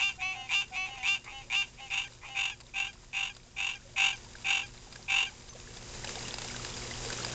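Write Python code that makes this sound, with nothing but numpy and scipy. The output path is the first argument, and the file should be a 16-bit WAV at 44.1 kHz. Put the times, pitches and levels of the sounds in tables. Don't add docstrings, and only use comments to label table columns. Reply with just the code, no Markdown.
import sys
import numpy as np
from scipy import signal
from scipy.io import wavfile
from scipy.ndimage import uniform_filter1d

SR = 44100
rng = np.random.default_rng(int(sys.argv[2]) if len(sys.argv) > 2 else 0)


def bounce(signal):
    frames = np.transpose(np.atleast_2d(signal))
    limited = np.clip(frames, -1, 1)
    pcm = np.round(limited * 32767).astype(np.int16)
    wavfile.write(sys.argv[1], SR, pcm)


N = 323694
TIME = np.arange(N) / SR

# start, locking and release of the folds
# in seconds, nominal pitch in Hz, level in dB.
CLEAR_CROAKS = [(-.04, 0.025, 0.099, 399, -27.5), (.491, 0.544, 0.62, 401, -26.5),
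                (1.029, 1.079, 1.154, 400, -26), (1.5, 1.553, 1.626, 400.7, -27)]
SOFT_CROAKS = [(.19, .228, 0.334, 378.5, -33), (.722, .768, .864, 378.2, -33)]
THIN_MOANS = [(.335, .352, 0.47, 267.6, -44), (.862, .882, .98, 271.6, -45.5),
              (.95, .985, 1.04, 255.7, -45.5), (1.255, 1.322, 1.42, 273.8, -45.5),
              (1.77, 1.8, 1.875, 271.3, -47), (2.215, 2.288, 2.37, 269.7, -46.5)]
# start and length in seconds, nominal bursts per second, relative level in dB,
# starting pitch of the closing whine in Hz.
RATTLE_CALLS = [(1.901, 0.15, 54.8, -29.5, 810), (2.349, 0.17, 50, -29, 850), (2.737, 0.15, 48, -30.5, 830),
                (3.129, 0.17, 52.2, -31, 833), (3.563, 0.19, 50, -31.5, 819), (3.96, 0.17, 51.8, -25, 824),
                (4.444, 0.19, 50.3, -27.5, 824), (5.08, 0.19, 50.6, -26, 816)]
# start and length in seconds, pitch in Hz, level in dB.
FOLD_HUMS = [(0.176, 0.066, 750, -49.5), (0.332, 0.11, 747, -50.5), (0.708, .07, 754, -47.5),
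             (0.848, 0.081, 747, -57)]
# start and length in seconds, relative level in dB.
SOFT_GRUNTS = [(0.925, 0.043, -57), (1.25, 0.063, -50), (2.213, 0.063, -51.5)]
# harmonic number, relative level in dB.
CLEAR_SPECTRUM = [(1, -40.5), (2, -18.5), (3, -18.5), (4, -20), (5, -27.5), (6, -6), (7, 3), (8, -17.5),
                  (9, -7.5), (10, -25.5), (11, -21), (12, -19), (13, -21.5), (14, -26.5), (15, -22),
                  (16, -22.5), (17, -18.5), (18, -24), (19, -25), (20, -63.5), (21, -34.5)]
SOFT_SPECTRUM = [(1, -38), (2, -9), (3, -11), (4, -25), (5, -21), (6, -3), (7, 3), (8, -9.5), (9, -13.5),
                 (10, -30), (11, -15.5), (12, -24), (13, -23), (14, -26), (15, -34.5), (16, -16), (17, -24),
                 (18, -35), (19, -34), (20, -35)]
MOAN_SPECTRUM = [(1, -38.5), (2, -17.5), (3, 4.5), (4, -6), (5, -18.5), (6, -12.5), (7, -11.5), (8, -1.5),
                 (9, -13.5), (10, 1.5), (11, 3.5), (12, -7), (13, -16), (14, -8), (15, -35), (16, -16),
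                 (17, -15), (18, -21.5), (19, -48.5), (20, -39), (21, -38.5), (22, -14), (23, -45),
                 (24, -15), (25, -9), (26, -51), (27, -31)]
WHINE_SPECTRUM = [(1, -5), (2, 1.5), (3, 7), (4, 1), (5, -26.5), (6, -6), (7, -16.5), (8, -4.5), (9, -35)]
# multiple of half the fold rate, relative level in dB.
HELD_SPECTRUM = [(2, -2), (3, -13), (4, -6.5), (6, -1.5), (7, 3.5), (9, -3.5), (17, -8.5)]
# centre in Hz, width in Hz, gain in dB.
BODY_RESONANCES = [(815, 150, -18), (1000, 300, -9), (1300, 330, -16), (1585, 170, -17), (2360, 240, -9),
                   (2740, 220, -3), (3000, 300, -16), (3620, 240, -10), (4650, 700, -22), (5900, 900, -21),
                   (6700, 240, -14), (7400, 450, -21)]
# time in seconds, relative level in dB.
BACKGROUND_LEVEL = [(0, -9.5), (2, -9.5), (3.5, -11), (4.2, -5), (5.5, -5.5), (6.1, 4), (6.8, 5.5),
                    (7.34, 8.5)]
# frequency in Hz, gain in dB.
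WASH_SPECTRUM = [(90, -9), (190, 7), (300, 3), (470, 7), (650, 0.5), (900, 1.5), (1300, -0.5), (1600, -1.5),
                 (3150, -1), (4400, -5.5), (4900, 0), (5500, 0), (7400, 2), (8700, -18)]
SPLASH_SPECTRUM = [(300, -11), (500, -0.5), (1000, 0), (1300, -4), (1650, 0.5), (1900, -4), (2700, 0.5),
                   (3200, -4.5), (3800, 2.5), (4400, -3), (4850, 5), (5500, -7.5), (7300, -1.5),
                   (8500, -10.5)]
RUMBLE_SPECTRUM = [(15, -5.5), (30, 4), (70, -2.5), (150, -8.5), (300, -19), (600, -39.5), (1500, -49)]
# start in seconds, relative peak level in dB, resonance in Hz.
LARGE_DROPS = [(1.2435, -44, 2260), (2.1226, -46, 3220), (2.6103, -42, 4800), (3.3502, -43, 4820),
               (4.9594, -37, 1640), (5.4215, -43, 5270), (5.5997, -39, 3670), (5.77, -37, 3600),
               (6.0739, -30, 2790), (6.1556, -30.5, 3700), (6.341, -26, 4900), (6.5635, -29.5, 6450),
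               (6.9102, -30.5, 2050), (7.1026, -27.5, 1620), (7.2474, -25, 4870)]
# start in seconds, pitch in Hz, level in dB, time to decay 60 dB in seconds.
RINGING_BUBBLES = [(3.85, 546, -49.5, 0.15), (4.353, 1590, -28.5, 0.013), (4.956, 1630, -39, 0.022),
                   (5.494, 6160, -44, 0.13), (5.55, 510, -36, 0.036), (6.084, 6160, -42, 0.061),
                   (6.162, 454, -37, 0.079), (6.17, 743, -30, .032), (6.252, 2810, -34, .034),
                   (6.5, 2210, -28.5, 0.013), (6.82, 2190, -35, .025), (6.912, 2030, -33.5, 0.035),
                   (7.06, 466, -31, 0.088), (7.1, 1520, -36, .055), (7.222, 4280, -36, .048),
                   (7.265, 480, -32, 0.035)]
# multiple of the mains frequency, relative level in dB.
PUMP_HARMONICS = [(2, -53.5), (3, -73), (4, -60.5), (6, -60.5), (8, -69), (16, -69.5)]


def locked_calls(calls, spectrum, waver, hoarse, scoop, sag_per_s, bloom, onset_db, fade_db_per_s,
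                 release_db_per_s, creak_db, shut_hz, open_hz, settle_s=0.016, lock_s=0.036, sac_hz=2930):
    out = np.zeros(N)
    for start, lock, release, hz, db in calls:
        t = start + TIME[:SR // 4]
        swell = np.clip((t - start) / (lock - start), 0, 1)
        held_s, released_s = np.maximum(t - lock, 0), np.maximum(t - release, 0)
        fade_db = fade_db_per_s * held_s + release_db_per_s * released_s
        level = amp(db + onset_db * (1 - swell) ** 2 - fade_db)
        locked = ramp(t - lock, lock_s) * ramp(release - t, lock_s)
        loose = np.exp(-held_s / settle_s)
        pitch = hz * (1 - scoop * loose - sag_per_s * held_s)
        tone = harmonics(pitch, spectrum, waver + hoarse * loose)
        arch = np.sin(np.pi * np.minimum(held_s / (release - lock), 1)) ** 2
        tone += bloom * (arch - 0.5) * resonate(tone, sac_hz, 500)
        knocks = amp(creak_db) * creak(t, shut_hz + (open_hz - shut_hz) * swell)
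        add(out, start, level * (np.sqrt(locked) * tone + np.sqrt(1 - locked) * knocks))
    return out


def rattles(fold_hz=784.9, gain_db=1.04, onset_db=-15, attack_s=0.019, fade_db=-15, release_s=0.012,
            swell_s=0.12, held_db=-10, held_depth=0.5, flutter_db=2, whine_db=-15, whine_lead_s=0.0055):
    out, t = np.zeros(N), TIME[:SR // 4]
    main_hz = np.interp(t, [0, swell_s], [2488, 2810])
    body_db = np.interp(t, [0, swell_s], [-7, 0])
    for start, length, per_s, db, whine_hz in RATTLE_CALLS:
        push = amp(onset_db * np.exp(-t / attack_s) + fade_db * (t / length) ** 4)
        push *= ramp(length + release_s / 2 - t, release_s)
        gate = bursts(t, per_s)
        hz = fold_hz * (1 + 0.0027 * drift(40, size=len(t)))
        pulses = fold_pulses(hz, jitter=0.069, spread_db=6)
        chaos = throat(pulses, main_hz, body_db, main_width=250, steady_s=0.0075, lowest_hz=916)
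        held_level = amp(held_db + flutter_db * drift(150, size=len(t)))
        held = held_level * harmonics(hz / 2, HELD_SPECTRUM, waver=0.011)
        add(out, start, amp(db + gain_db) * push * (gate * chaos + gate ** held_depth * held))
        add(out, start + length - whine_lead_s, amp(db + whine_db) * whine(whine_hz))
    return out


def bursts(t, per_s, slowing=0.011, hurry_s=0.003, rise_s=0.0019, hold_s=0.02, ring_db=-11, ring_s=0.075):
    k = np.arange(44)
    opens = k * (1 + slowing * k) / per_s - hurry_s * (k > 0)
    age = np.maximum(t - opens[opens < t[-1], None], 0)
    hold = np.exp(-(age / hold_s) ** 4)
    ring = amp(ring_db) * np.exp((hold_s - age) / ring_s)
    shape = np.minimum(age / rise_s, 1) * np.maximum(hold, ring)
    strength = amp(rng.standard_normal(len(k)))[:len(age), None]
    return (shape * strength).max(0)


def creak(t, main_hz, knock_hz=135, chatter_hz=785, chatter_db=-10):
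    knocks = fold_pulses(knock_hz * (1 + 0.13 * drift(30, size=len(t))), jitter=0.06, spread_db=1)
    chatter = fold_pulses(chatter_hz * (1 + 0.0092 * drift(40, size=len(t))), jitter=0.057, spread_db=0)
    return throat(knocks + amp(chatter_db) * chatter, main_hz, body_db=-2.5, main_width=280, steady_s=0.011)


def whine(hz, length_s=0.034, sag=0.055, fade_db=10):
    t = np.arange(0, length_s, 1 / SR)
    progress = t / length_s
    level = amp(-fade_db * progress ** 2) * fades(t, 0.006, 0.004)
    return level * harmonics(hz * (1 - sag * progress), WHINE_SPECTRUM, waver=0.017)


def croak_tails(gain_db=-18, lead_s=0.011):
    out = np.zeros(N)
    for _, _, release, hz, db in CLEAR_CROAKS:
        add(out, release - lead_s, amp(db + gain_db) * whine(2 * hz, length_s=0.04, sag=0.025, fade_db=7))
    return out


def hums():
    out = np.zeros(N)
    for start, length, hz, db in FOLD_HUMS:
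        t = np.arange(0, length, 1 / SR)
        tone = harmonics(np.full(len(t), hz), [(1, 0.0043), (2, -18)], waver=0.011)
        add(out, start, amp(db) * fades(t, 0.022, 0.025) * tone)
    return out


def grunts(start_hz=1950, end_hz=2650, low_hz=1050, low_db=-2, gain_db=4):
    out = np.zeros(N)
    chatter = fold_pulses(np.full(N, 420.0), jitter=0.069, spread_db=3.5)
    for start, length, db in SOFT_GRUNTS:
        t = np.arange(0, length, 1 / SR)
        pulses = chatter[round(start * SR):][:len(t)]
        voice = resonate(pulses, np.geomspace(start_hz, end_hz, num=len(t)), 500)
        voice += amp(low_db) * resonate(pulses, low_hz, 400)
        add(out, start, amp(db + gain_db) * unit_rms(voice) * fades(t, 0.04, 0.012))
    return out


def harmonics(hz, spectrum, waver, shimmer=9, lag_s=0.0012):
    jitter, flutter = unit_rms(uniform_filter1d(rng.standard_normal((2, len(hz))), size=110))
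    cycles = np.cumsum(hz * (1 + waver * jitter)) / SR
    lag = lag_s * hz.mean()
    tone = sum(amp(db) * np.cos(2 * np.pi * (k * cycles - lag * amp(db))) for k, db in spectrum)
    return unit_rms(tone * (1 + shimmer * waver * flutter))


def fold_pulses(rate_hz, jitter, spread_db):
    cycles = np.floor(np.cumsum(rate_hz) / SR)
    due = np.flatnonzero(np.diff(cycles, prepend=-1))
    late, strength = rng.standard_normal((N // 20, 2))[:len(due)].T
    out = np.zeros(len(rate_hz))
    at = np.clip(due + late * jitter * SR / rate_hz[due], 0, len(out) - 1).astype(int)
    out[at] = amp(spread_db * np.minimum(strength, 1.6))
    return out


def throat(pulses, main_hz, body_db, main_width, steady_s, lowest_hz=775):
    body = sum(amp(db) * resonate(pulses, hz, width) for hz, width, db in BODY_RESONANCES)
    voice = resonate(pulses, main_hz, main_width) + amp(body_db) * body
    voice = signal.sosfilt(signal.butter(8, lowest_hz, "highpass", fs=SR, output="sos"), voice)
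    window = signal.windows.hann(int(steady_s * SR))
    power = abs(signal.oaconvolve(voice ** 2, window / window.sum(), "same"))
    return voice / np.sqrt(power + 0.075 * np.mean(voice ** 2))


def garden_scatter(x, t60=0.26, wet_db=-21):
    t = TIME[:SR // 3]
    tail = rng.standard_normal(len(t)) * amp(-60 * t / t60) * (t > 0.008)
    return x + amp(wet_db) * signal.oaconvolve(x, tail / np.linalg.norm(tail))[:N]


def stream(base_db=-49.5, wash_db=-1.5, spray_db=-6, drips_db=-5, fizz_db=-10, cycles=24, drip_s=0.0049):
    wash = unit_rms(colour(rng.standard_normal(N), WASH_SPECTRUM)) * amp(1.8 * drift(25))
    ticks = impacts(500, spread_db=0.5) * rng.choice([-1, 1], N)
    spray = unit_rms(colour(ticks, SPLASH_SPECTRUM))
    drip_envelope = signal.lfilter([1], [1, -np.exp(-1 / (drip_s * SR))], impacts(32, spread_db=3.5))
    drips = unit_rms(colour(drip_envelope * rng.standard_normal(N), SPLASH_SPECTRUM))
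    fizz = np.zeros(N)
    for hz in np.geomspace(420, 7200, num=40):
        ringing = signal.oaconvolve(impacts(12, spread_db=10), bubble(hz, cycles / hz))[:N]
        fizz += unit_rms(ringing) * hz ** 0.091
    water = amp(wash_db) * wash + amp(spray_db) * spray + amp(drips_db) * drips
    water += amp(fizz_db) * unit_rms(fizz)
    return amp(base_db + np.interp(TIME, *np.transpose(BACKGROUND_LEVEL))) * water


def drops(ring_db=3, gain_db=3, slap_s=0.0031):
    out, t = np.zeros(N), TIME[:SR // 25]
    for start, db, hz in LARGE_DROPS:
        slap = colour(rng.standard_normal(len(t)) * np.exp(-t / slap_s), SPLASH_SPECTRUM)
        slap += amp(ring_db) * resonate(slap, hz, 700)
        add(out, start, amp(db + gain_db) * slap / abs(slap).max())
    for start, hz, db, t60 in RINGING_BUBBLES:
        add(out, start, amp(db) * bubble(hz, t60))
    return out


def bubble(hz, t60, glide=0.0093):
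    t = np.arange(0, t60, 1 / SR)
    envelope = amp(-60 * t / t60) * (1 - np.exp(-t * hz / 2))
    return envelope * np.sin(2 * np.pi * hz * t * (1 + glide * t / t60))


def impacts(per_s, spread_db):
    out = np.zeros(N)
    at = np.flatnonzero(rng.random(N) < per_s / SR)
    out[at] = amp(spread_db * np.minimum(rng.exponential(1, N)[at], 4))
    return out


def pump(mains_hz=60, rumble_db=-52.5, hum_share=0.83, rumble_share=0.54):
    level_db = np.interp(TIME, *np.transpose(BACKGROUND_LEVEL))
    hum = sum(amp(db + drift(17)) * np.sin(2 * np.pi * (k * mains_hz * TIME + rng.random()))
              for k, db in PUMP_HARMONICS)
    rumble = unit_rms(colour(rng.standard_normal(N), RUMBLE_SPECTRUM, size=8192))
    return amp(hum_share * level_db) * hum + amp(rumble_db + rumble_share * level_db) * rumble


def resonate(x, hz, width):
    carrier = np.exp(2j * np.pi * np.cumsum(hz * np.ones(len(x))) / SR)
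    r = np.exp(-np.pi * width / SR)
    baseband = signal.lfilter([(1 - r) ** 2], [1, -2 * r, r * r], x / carrier + 1e-18)
    return 2 * (carrier * baseband).real


def colour(x, points, size=2048):
    hz, db = np.transpose(points)
    bin_hz = abs(np.fft.fftfreq(size, 1 / SR))
    log_gain = np.log(amp(np.interp(np.log(bin_hz + 1), np.log(hz + 1), db)))
    taps = np.fft.ifft(np.exp(np.conj(signal.hilbert(log_gain)))).real
    return signal.oaconvolve(x, taps)[:len(x)]


def drift(per_s, size=N):
    return np.interp(TIME[:size] * per_s, np.arange(size), rng.standard_normal(size))


def fades(t, rise, fall):
    return np.sin(np.pi / 2 * np.clip(np.minimum((t - t[0]) / rise, (t[-1] - t) / fall), 0, 1))


def ramp(t, length):
    return 0.5 + 0.5 * np.sin(np.pi * np.clip(t / length, -0.5, 0.5))


def amp(db):
    return 10 ** (np.asarray(db) / 20)


def unit_rms(x):
    return x / np.sqrt(np.mean(x ** 2) + 1e-20)


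def add(mix, start, sound):
    at = round(start * SR)
    sound = sound[max(-at, 0):]
    part = mix[max(at, 0):][:len(sound)]
    part += sound[:len(part)]


def scene():
    frog = locked_calls(CLEAR_CROAKS, CLEAR_SPECTRUM, waver=0.003, hoarse=0.03, scoop=0.022,
                        sag_per_s=0.15, bloom=0.1, onset_db=-11, fade_db_per_s=60.5,
                        release_db_per_s=567.5, creak_db=-2.5, shut_hz=2270, open_hz=2747)
    frog += locked_calls(SOFT_CROAKS, SOFT_SPECTRUM, waver=0.0053, hoarse=0.0094, scoop=0.03,
                         sag_per_s=0.015, bloom=0.5, onset_db=-16.5, fade_db_per_s=39,
                         release_db_per_s=400, creak_db=-4.5, shut_hz=2380, open_hz=2500, settle_s=0.026)
    frog += locked_calls(THIN_MOANS, MOAN_SPECTRUM, waver=0.0065, hoarse=0.041, scoop=0.02,
                         sag_per_s=0.33, bloom=1.9, onset_db=-18.5, fade_db_per_s=24,
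                         release_db_per_s=400, creak_db=-1.5, shut_hz=2350, open_hz=2550)
    frog += croak_tails() + hums() + grunts() + rattles()
    return (garden_scatter(frog) + stream() + drops() + pump())[None]


def record(dry):
    dull = colour(dry[0], [(20, 0.5), (7450, 1.5), (7950, -7.0), (8400, -2.0), (9000, 3.5)])
    lowpass = signal.firwin(301, cutoff=8700, window=("kaiser", 9), fs=SR)
    return signal.oaconvolve(dull, lowpass, "same")[None]


dry = scene()
out = record(dry)
bounce(out)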